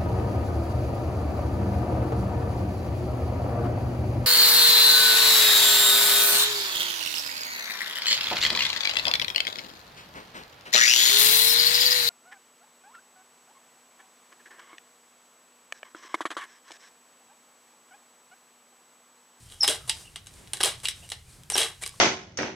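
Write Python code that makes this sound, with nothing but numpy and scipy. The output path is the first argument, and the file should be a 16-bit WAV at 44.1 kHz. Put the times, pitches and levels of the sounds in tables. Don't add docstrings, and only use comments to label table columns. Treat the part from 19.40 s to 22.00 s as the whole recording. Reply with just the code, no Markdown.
import sys
import numpy as np
from scipy import signal
from scipy.fft import rfft, irfft, next_fast_len
from scipy.io import wavfile
from scipy.ndimage import map_coordinates

SR = 44100
rng = np.random.default_rng(int(sys.argv[2]) if len(sys.argv) > 2 else 0)


def gain_from_db(level_db):
    decades = np.asarray(level_db, float) / 20
    return 10 ** decades


def inscribe(sig):
    pcm = np.round(np.clip(np.atleast_2d(sig).T, -1, 1) * 32767)
    wavfile.write(sys.argv[1], SR, pcm.astype(np.int16))


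N = 114660


def unit(x):
    return x / np.sqrt(np.mean(np.abs(x) ** 2) + 1e-20)


def wobble(knots_per_s):
    knots = rng.standard_normal(int(N * 2000 / SR) + 4)
    return map_coordinates(knots, [np.arange(N) * knots_per_s / SR])


def filtered(x, response):
    m = next_fast_len(N + SR // 2)
    return irfft(rfft(x, m) * response(np.fft.rfftfreq(m, 1 / SR)), m)[..., :N]


def along(points, hz):
    f, v = np.transpose(points)
    return np.interp(np.log(hz + 1), np.log(f + 1), v)


def rush(spectrum, side_db):
    mid, side = filtered(rng.standard_normal((2, N)), lambda hz: gain_from_db(along(spectrum, hz)))
    side = gain_from_db(side_db) * side
    return unit(np.array([mid + side, mid - side]))


def shape(start_s, attack_s, hold_s, t60_s):
    t = np.arange(N) / SR - start_s
    release_s = np.clip(t - attack_s - abs(hold_s), 0, 9)
    return np.clip(t / attack_s, 0, 1) * gain_from_db(-60 * release_s / t60_s)


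# frequency in Hz, level in dB per Hz.
ROOM_NOISE = [(22, -20), (40, -10.5), (70, -7), (125, -7), (170, -15.5), (320, -16.5), (1100, -25),
              (2500, -26)]


def room_rumble():
    rumble_db, murmur_db = -53.5, -62
    low = gain_from_db(rumble_db + 1.22 * wobble(7.05)) * rush(ROOM_NOISE[:5] + [(300, -36)], side_db=-26.0)
    murmur = rush([(100, -55)] + ROOM_NOISE[4:] + [(5000, -36)], side_db=-5.0)
    return low + gain_from_db(murmur_db + 2.7 * wobble(8.14)) * murmur


# time in seconds, hiss level in dB.
PISTON_FLOW = [(0, -58), (.13, -56), (.2, -54), (.46, -58), (.55, -46.5), (.67, -54.5), (.84, -69),
               (.95, -53.5), (1.12, -64), (1.39, -55.5), (1.6, -53), (1.68, -58), (1.82, -61.5),
               (1.95, -54.5), (2.08, -67.5), (2.39, -57.5), (2.6, -53)]
# frequency in Hz, level in dB per Hz.
HISS_SPECTRUM = [(1200, -4), (2200, -7), (3100, -3), (4500, -2), (6500, -2), (8600, 2.5), (11000, -5.5),
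                 (16000, -11.5)]


def piston_hiss():
    s, db = np.transpose(PISTON_FLOW)
    level_db = np.interp(np.arange(N) / SR, s, db)
    flutter_db = 1.4 * wobble(22) + .75 * wobble(180)
    return gain_from_db(level_db + flutter_db) * rush(HISS_SPECTRUM, side_db=-13)


def squeal(tables, rough):
    overtone_db, fade_s = -28, .002
    out, t = np.zeros(N), np.arange(N) / SR
    for rows in tables:
        s, hz, db = np.transpose(rows)
        phase = 2 * np.pi * np.cumsum(np.interp(t, s, hz)) / SR
        fade = np.clip(np.minimum(t - s[0], s[-1] - t) / fade_s, 0, 1)
        level = np.sqrt(2) * fade * gain_from_db(np.interp(t, s, db))
        tone = np.sin(phase) + gain_from_db(overtone_db) * np.sin(2 * phase)
        out += level * unit(1 + rough * wobble(400)) * tone
    return out


# time in seconds, pitch in Hz, level in dB.
PIVOT_CREAKS = [
    [(.045, 3100, -70), (.115, 3200, -60), (.16, 3150, -61), (.2, 3150, -67)],
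    [(.35, 1300, -66), (.41, 1290, -61), (.47, 1280, -66)],
    [(1.86, 2430, -75), (1.89, 2440, -55), (1.905, 2400, -75)],
    [(0.64, 2800, -69), (0.654, 2820, -54), (0.666, 3060, -66), (0.676, 2740, -51), (0.71, 2980, -72)],
    [(1.622, 2840, -63), (1.63, 2630, -50), (1.642, 2990, -55), (1.66, 2750, -56), (1.68, 3000, -67)],
]


def pivot_creaks():
    return squeal(PIVOT_CREAKS, rough=1.4)


# time in seconds, pitch in Hz, level in dB.
SEAL_SQUEAKS = [
    [(.203, 5750, -50), (.2105, 5450, -15.5), (.2128, 5300, -30), (.215, 5270, -24), (.223, 5320, -23),
     (.231, 5230, -27), (.2345, 5160, -12), (.238, 5100, -19), (.2425, 4900, -21)],
    [(2.122, 6040, -46), (2.135, 5950, -36), (2.14, 5650, -28), (2.1465, 5570, -20), (2.149, 5560, -29),
     (2.155, 5540, -34)],
]


def seal_squeaks():
    return squeal(SEAL_SQUEAKS, rough=.12)


# start in seconds, length in seconds.
SLIDES = [
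    (.221, .021),
    (.472, .023),
    (1.138, .065),
    (1.43, .022),
    (1.685, .032),
    (2.104, .05),
    (2.408, .03),
    (1.622, .04),
    (.09, .05),
]
SLIDES_DB = [-39.5, -44, -53, -45, -74, -42.5, -45.5, -61, -57.5]


def scrapes():
    grain_db, t60_s = 3.5, .04
    level = np.zeros(N)
    for (s, length_s), db in zip(SLIDES, SLIDES_DB):
        level += gain_from_db(db) * shape(s, length_s / 2, length_s / 2, t60_s)
    return level * gain_from_db(grain_db * wobble(370)) * gain_from_db([[-3], [0], [4]])


# time
# in seconds, peak in dB, steel in dB.
SMALL_TICKS = [(.1004, -41, -4), (.1219, -35, -5), (.2225, -33, -6), (.2734, -23, 1), (.4914, -33, 3),
               (.8423, -52, 3), (.8613, -46, 3), (.9387, -45, 3), (1.0739, -39, -3), (1.0795, -44, 0),
               (1.1711, -31, 3), (1.2311, -14, 1), (1.247, -15, 1), (1.2575, -17, -1), (1.4011, -39, 1),
               (1.4487, -33, 3), (1.4725, -28, 1), (1.5109, -31, 3), (1.6904, -37, 5), (2.0347, -37, -3),
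               (2.1767, -17, 4), (2.1925, -18, -4), (2.2035, -19, -3), (2.4275, -30, -4), (2.4564, -34, 1),
               (2.4759, -26, 3), (2.4924, -33, 5)]


def ticks():
    grip_db, t60_s = -36, .005
    power = np.zeros((3, N))
    for s, db, steel_db in SMALL_TICKS:
        parts = gain_from_db(db - 4.5 + np.array([[grip_db], [0], [steel_db]]))
        power += (parts * shape(s, .0002, .0005, t60_s)) ** 2
    return power


# time in seconds, peak in dB, length of venting in seconds.
SHUTS = [
    (.2778, -6, .018),
    (1.2352, -8.5, .028),
    (2.1797, -7.5, .042),
]
AIR_DB = [-27.5, -29, -28]


def venting():
    rise_share, t60_s, grain_db = .41, .22, 2.5
    rattle_per_s, rattle_db = 250, 9
    air = np.zeros(N)
    for (s, _, hold_s), db in zip(SHUTS, AIR_DB):
        air += gain_from_db(db) * shape(s, rise_share * hold_s, (1 - rise_share) * hold_s + .004, t60_s)
    air = air * gain_from_db([[-6.5], [0], [-1]])
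    hits = rng.random((3, N)) < rattle_per_s / SR
    rattle = air * hits * rng.standard_normal((3, N)) * gain_from_db(rattle_db)
    grain = gain_from_db(grain_db * np.array([wobble(140), wobble(250), wobble(330)]))
    return air * grain, rattle


# time in seconds, peak in dB, grip in dB, steel in dB.
LATCH_CLICKS = [(.4953, -10, -22, -4), (.7586, -24, -10, -5), (.8692, -33, -10, -1), (1.1338, -19, -8, 2),
                (1.442, -34, -13, 1), (1.4542, -16, -26, -7), (1.4849, -13, -24, -3), (1.7004, -30, -18, 5),
                (1.7183, -18, -11, -6), (2.1002, -19, -7, 3), (2.4204, -36, -15, 1), (2.4356, -24, -16, -3),
                (2.4620, -23, -12, 1)]
# time in seconds, peak in dB, grip in dB, steel in dB, pitch of struck part in Hz.
TUBE_KNOCKS = [
    (.2419, -15, -3, -5, 810),
    (.2457, -15, -7, -3, 5210),
    (1.2049, -16, -1, -7, 1610),
    (1.2104, -14, -9, -3, 5510),
    (2.1544, -13, -1, -11, 1610),
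    (2.1639, -14, -11, -3, 3010),
]


def blows():
    crack_hold_s, crack_t60_s = .0007, .009
    ring_t60_s, ring_db, spike_db = .11, -7.5, 8
    power, spikes = np.zeros((2, 3, N))
    slams = [(s, db - 2.5, -17, 2.3) for s, db, _ in SHUTS]
    for s, db, grip_db, steel_db, *_ in LATCH_CLICKS + TUBE_KNOCKS + slams:
        parts = gain_from_db(db - 10.5 + np.array([grip_db, 0, steel_db]))
        crack = shape(s, .0003, crack_hold_s, crack_t60_s)
        ring = gain_from_db(ring_db) * shape(s, .002, 0, ring_t60_s)
        power += (parts[:, None] * (crack + ring)) ** 2
        spikes[:, round(s * SR) + 4] -= parts * gain_from_db(spike_db)
    return power, spikes


# time in seconds, peak in dB, pitch in Hz, t60 in seconds.
PART_PINGS = [(.4953, -16, 9220, .008), (.4953, -14, 4840, .016), (.4956, -24, 2760, .05),
              (.4969, -21, 2930, .016), (.4998, -24, 7860, .016), (.5005, -38, 900, .12),
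              (.513, -27, 3150, .04), (.7588, -27, 2990, .008), (.7592, -38, 8250, .03),
              (.761, -38, 2070, .03), (.8692, -38, 7710, .008), (.8695, -39, 6550, .016),
              (1.1336, -16, 9220, .008), (1.1349, -23, 9450, .008), (1.2053, -27, 390, .04),
              (1.2054, -30, 780, .04), (1.2316, -15, 5040, .008), (1.251, -21, 3120, .03),
              (1.2668, -29, 800, .02), (1.4542, -25, 7840, .04), (1.4542, -19, 4330, .008),
              (1.4551, -29, 2330, .05), (1.4558, -18, 2840, .035), (1.4574, -26, 3920, .03),
              (1.485, -17, 8980, .008), (1.4852, -12, 3660, .008), (1.4856, -21, 5100, .008),
              (1.628, -50, 700, .06), (1.7183, -26, 4520, .008), (1.7183, -20, 3040, .008),
              (1.7186, -24, 8270, .008), (1.7212, -31, 2070, .03), (2.1004, -18, 8550, .016),
              (2.1549, -27, 380, .07), (2.1589, -28, 880, .04), (2.1646, -19, 6000, .008),
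              (2.1938, -23, 3810, .05), (2.1998, -20, 3290, .05), (2.2111, -30, 580, .08),
              (2.2157, -22, 3290, .05), (2.4226, -29, 7190, .008), (2.4205, -36, 1930, .04),
              (2.4356, -28, 2300, .05), (2.4356, -28, 8980, .008), (2.4363, -33, 3920, .03),
              (2.4619, -26, 4950, .016), (2.4621, -25, 6180, .008), (2.4624, -37, 1140, .05),
              (2.5401, -42, 1100, .02)]
# delay in seconds, dB relative to the slam peak, pitch in Hz, t60 in seconds.
SHUT_RINGS = [
    (0, -7, 9400, .008),
    (.0002, -10, 3200, .035),
    (0, -10, 3900, .018),
    (.009, -15, 3290, .05),
    (.0005, -17, 1150, .02),
    (.002, -17.5, 390, .03),
    (.0125, -17.5, 475, .035),
    (.0225, -18.5, 620, .055),
]


def pings():
    rise_cycles, side_db = .9, -12
    rows = PART_PINGS + [(s, db - 10, hz, 95 / np.sqrt(hz * 3200)) for s, db, _, _, hz in TUBE_KNOCKS]
    for s, db, _ in SHUTS:
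        rows = rows + [(s + later_s, db + under_db, hz, t60) for later_s, under_db, hz, t60 in SHUT_RINGS]
    out, t = np.zeros((2, N + SR)), np.arange(SR // 8) / SR
    for (s, db, hz, t60), lean in zip(rows, rng.uniform(-0.71, 1, len(rows))):
        envelope = gain_from_db(db - .8 - 60 * t / t60) * np.clip(t * hz / rise_cycles, 0, 1)
        tone = envelope * np.sin(2 * np.pi * hz * t)
        pan = 1 + gain_from_db(side_db) * lean * np.array([[1], [-1]])
        out[:, round(s * SR):][:, :len(t)] += tone * pan
    return out[:, :N]


def resonate(x, wide, peaks):
    def ring(f, centre_hz, width_hz, db):
        return gain_from_db(db) * 1j * f * width_hz / (centre_hz ** 2 - f * f + 1j * f * width_hz)

    def response(f):
        modes = sum(ring(f, *peak) for peak in [wide] + list(peaks))
        return unit(ring(f, *wide) * modes)
    return filtered(x, response)


# frequency in Hz, width in Hz, level in dB.
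GRIP_MODES = [(388, 26, 0.5), (456, 36, 3), (640, 410, -39), (810, 150, 1), (1020, 110, -5), (1170, 140, 0),
              (1584, 180, 3)]
TUBE_MODES = [(2100, 400, -4), (2900, 150, -1), (3290, 90, 1.5), (3850, 200, 0), (4900, 300, -7),
              (5300, 200, -7)]
STEEL_MODES = [(6300, 600, -5), (7800, 350, -1), (8450, 300, 0), (9100, 400, 1), (10200, 600, -6)]
# frequency in Hz, width in Hz, level in dB.
BODIES = [
    (700, 1300, -4),
    (3300, 3000, -3),
    (8800, 5000, -3),
]
# left-right difference of grip, tube, steel in dB.
BODY_SIDE_DB = [-15.5, -12.5, -18.5]


def lever():
    power, spikes = blows()
    air, rattle = venting()
    power = power + ticks() + air ** 2 + scrapes() ** 2
    mid, side = np.sqrt(power) * rng.standard_normal((2, 3, N))
    mid = mid + spikes + rattle
    side = side * gain_from_db(BODY_SIDE_DB)[:, None]
    grip, tube, steel = (resonate(np.array([m + d, m - d]), wide, modes) for m, d, wide, modes
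                         in zip(mid, side, BODIES, (GRIP_MODES, TUBE_MODES, STEEL_MODES)))
    left_db = 1.7
    return grip * gain_from_db([[left_db / 2], [-left_db / 2]]) + tube + steel


# frequency in Hz, t60 in seconds.
ROOM_T60 = [(300, 0.22), (1500, 0.3), (5000, 0.25), (12000, 0.037)]


def room(x):
    delay_s, alike = .0052, .52
    out, block = np.zeros((2, N + SR)), SR // 2
    turn = np.arccos(alike) / 2
    for a in range(0, N, block):
        hz, t, z = signal.stft(rng.standard_normal((2, block)), SR, nperseg=256)
        decay = gain_from_db(-60 * t / along(ROOM_T60, hz)[:, None])
        mid, side = signal.istft(z * decay, SR, nperseg=256)[1][:, :block]
        mid_part, side_part = np.cos(turn) * mid, np.sin(turn) * side
        tail = np.array([mid_part + side_part, mid_part - side_part]) / np.linalg.norm(mid)
        wet = signal.fftconvolve(x[None, a:a + block], tail, axes=1)
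        out[:, a + round(delay_s * SR):][:, :wet.shape[1]] += wet
    return out[:, :N]


def scene():
    pistol = lever() + pings() + seal_squeaks() + pivot_creaks()
    return pistol + gain_from_db(-12) * room(pistol.mean(axis=0)) + piston_hiss() + room_rumble()


def band_limit(x):
    return signal.sosfilt(signal.butter(12, 16470, fs=SR, output="sos"), x)


# frequency in Hz, gain in dB.
MICROPHONE_GAIN = [(150, 0), (10000, 0), (12500, -4), (14500, -9), (16300, -18), (16550, -70)]


def record(dry):
    mix = filtered(dry, lambda hz: gain_from_db(along(MICROPHONE_GAIN, hz)))
    return band_limit(mix)


dry = scene()
out = record(dry)
inscribe(out)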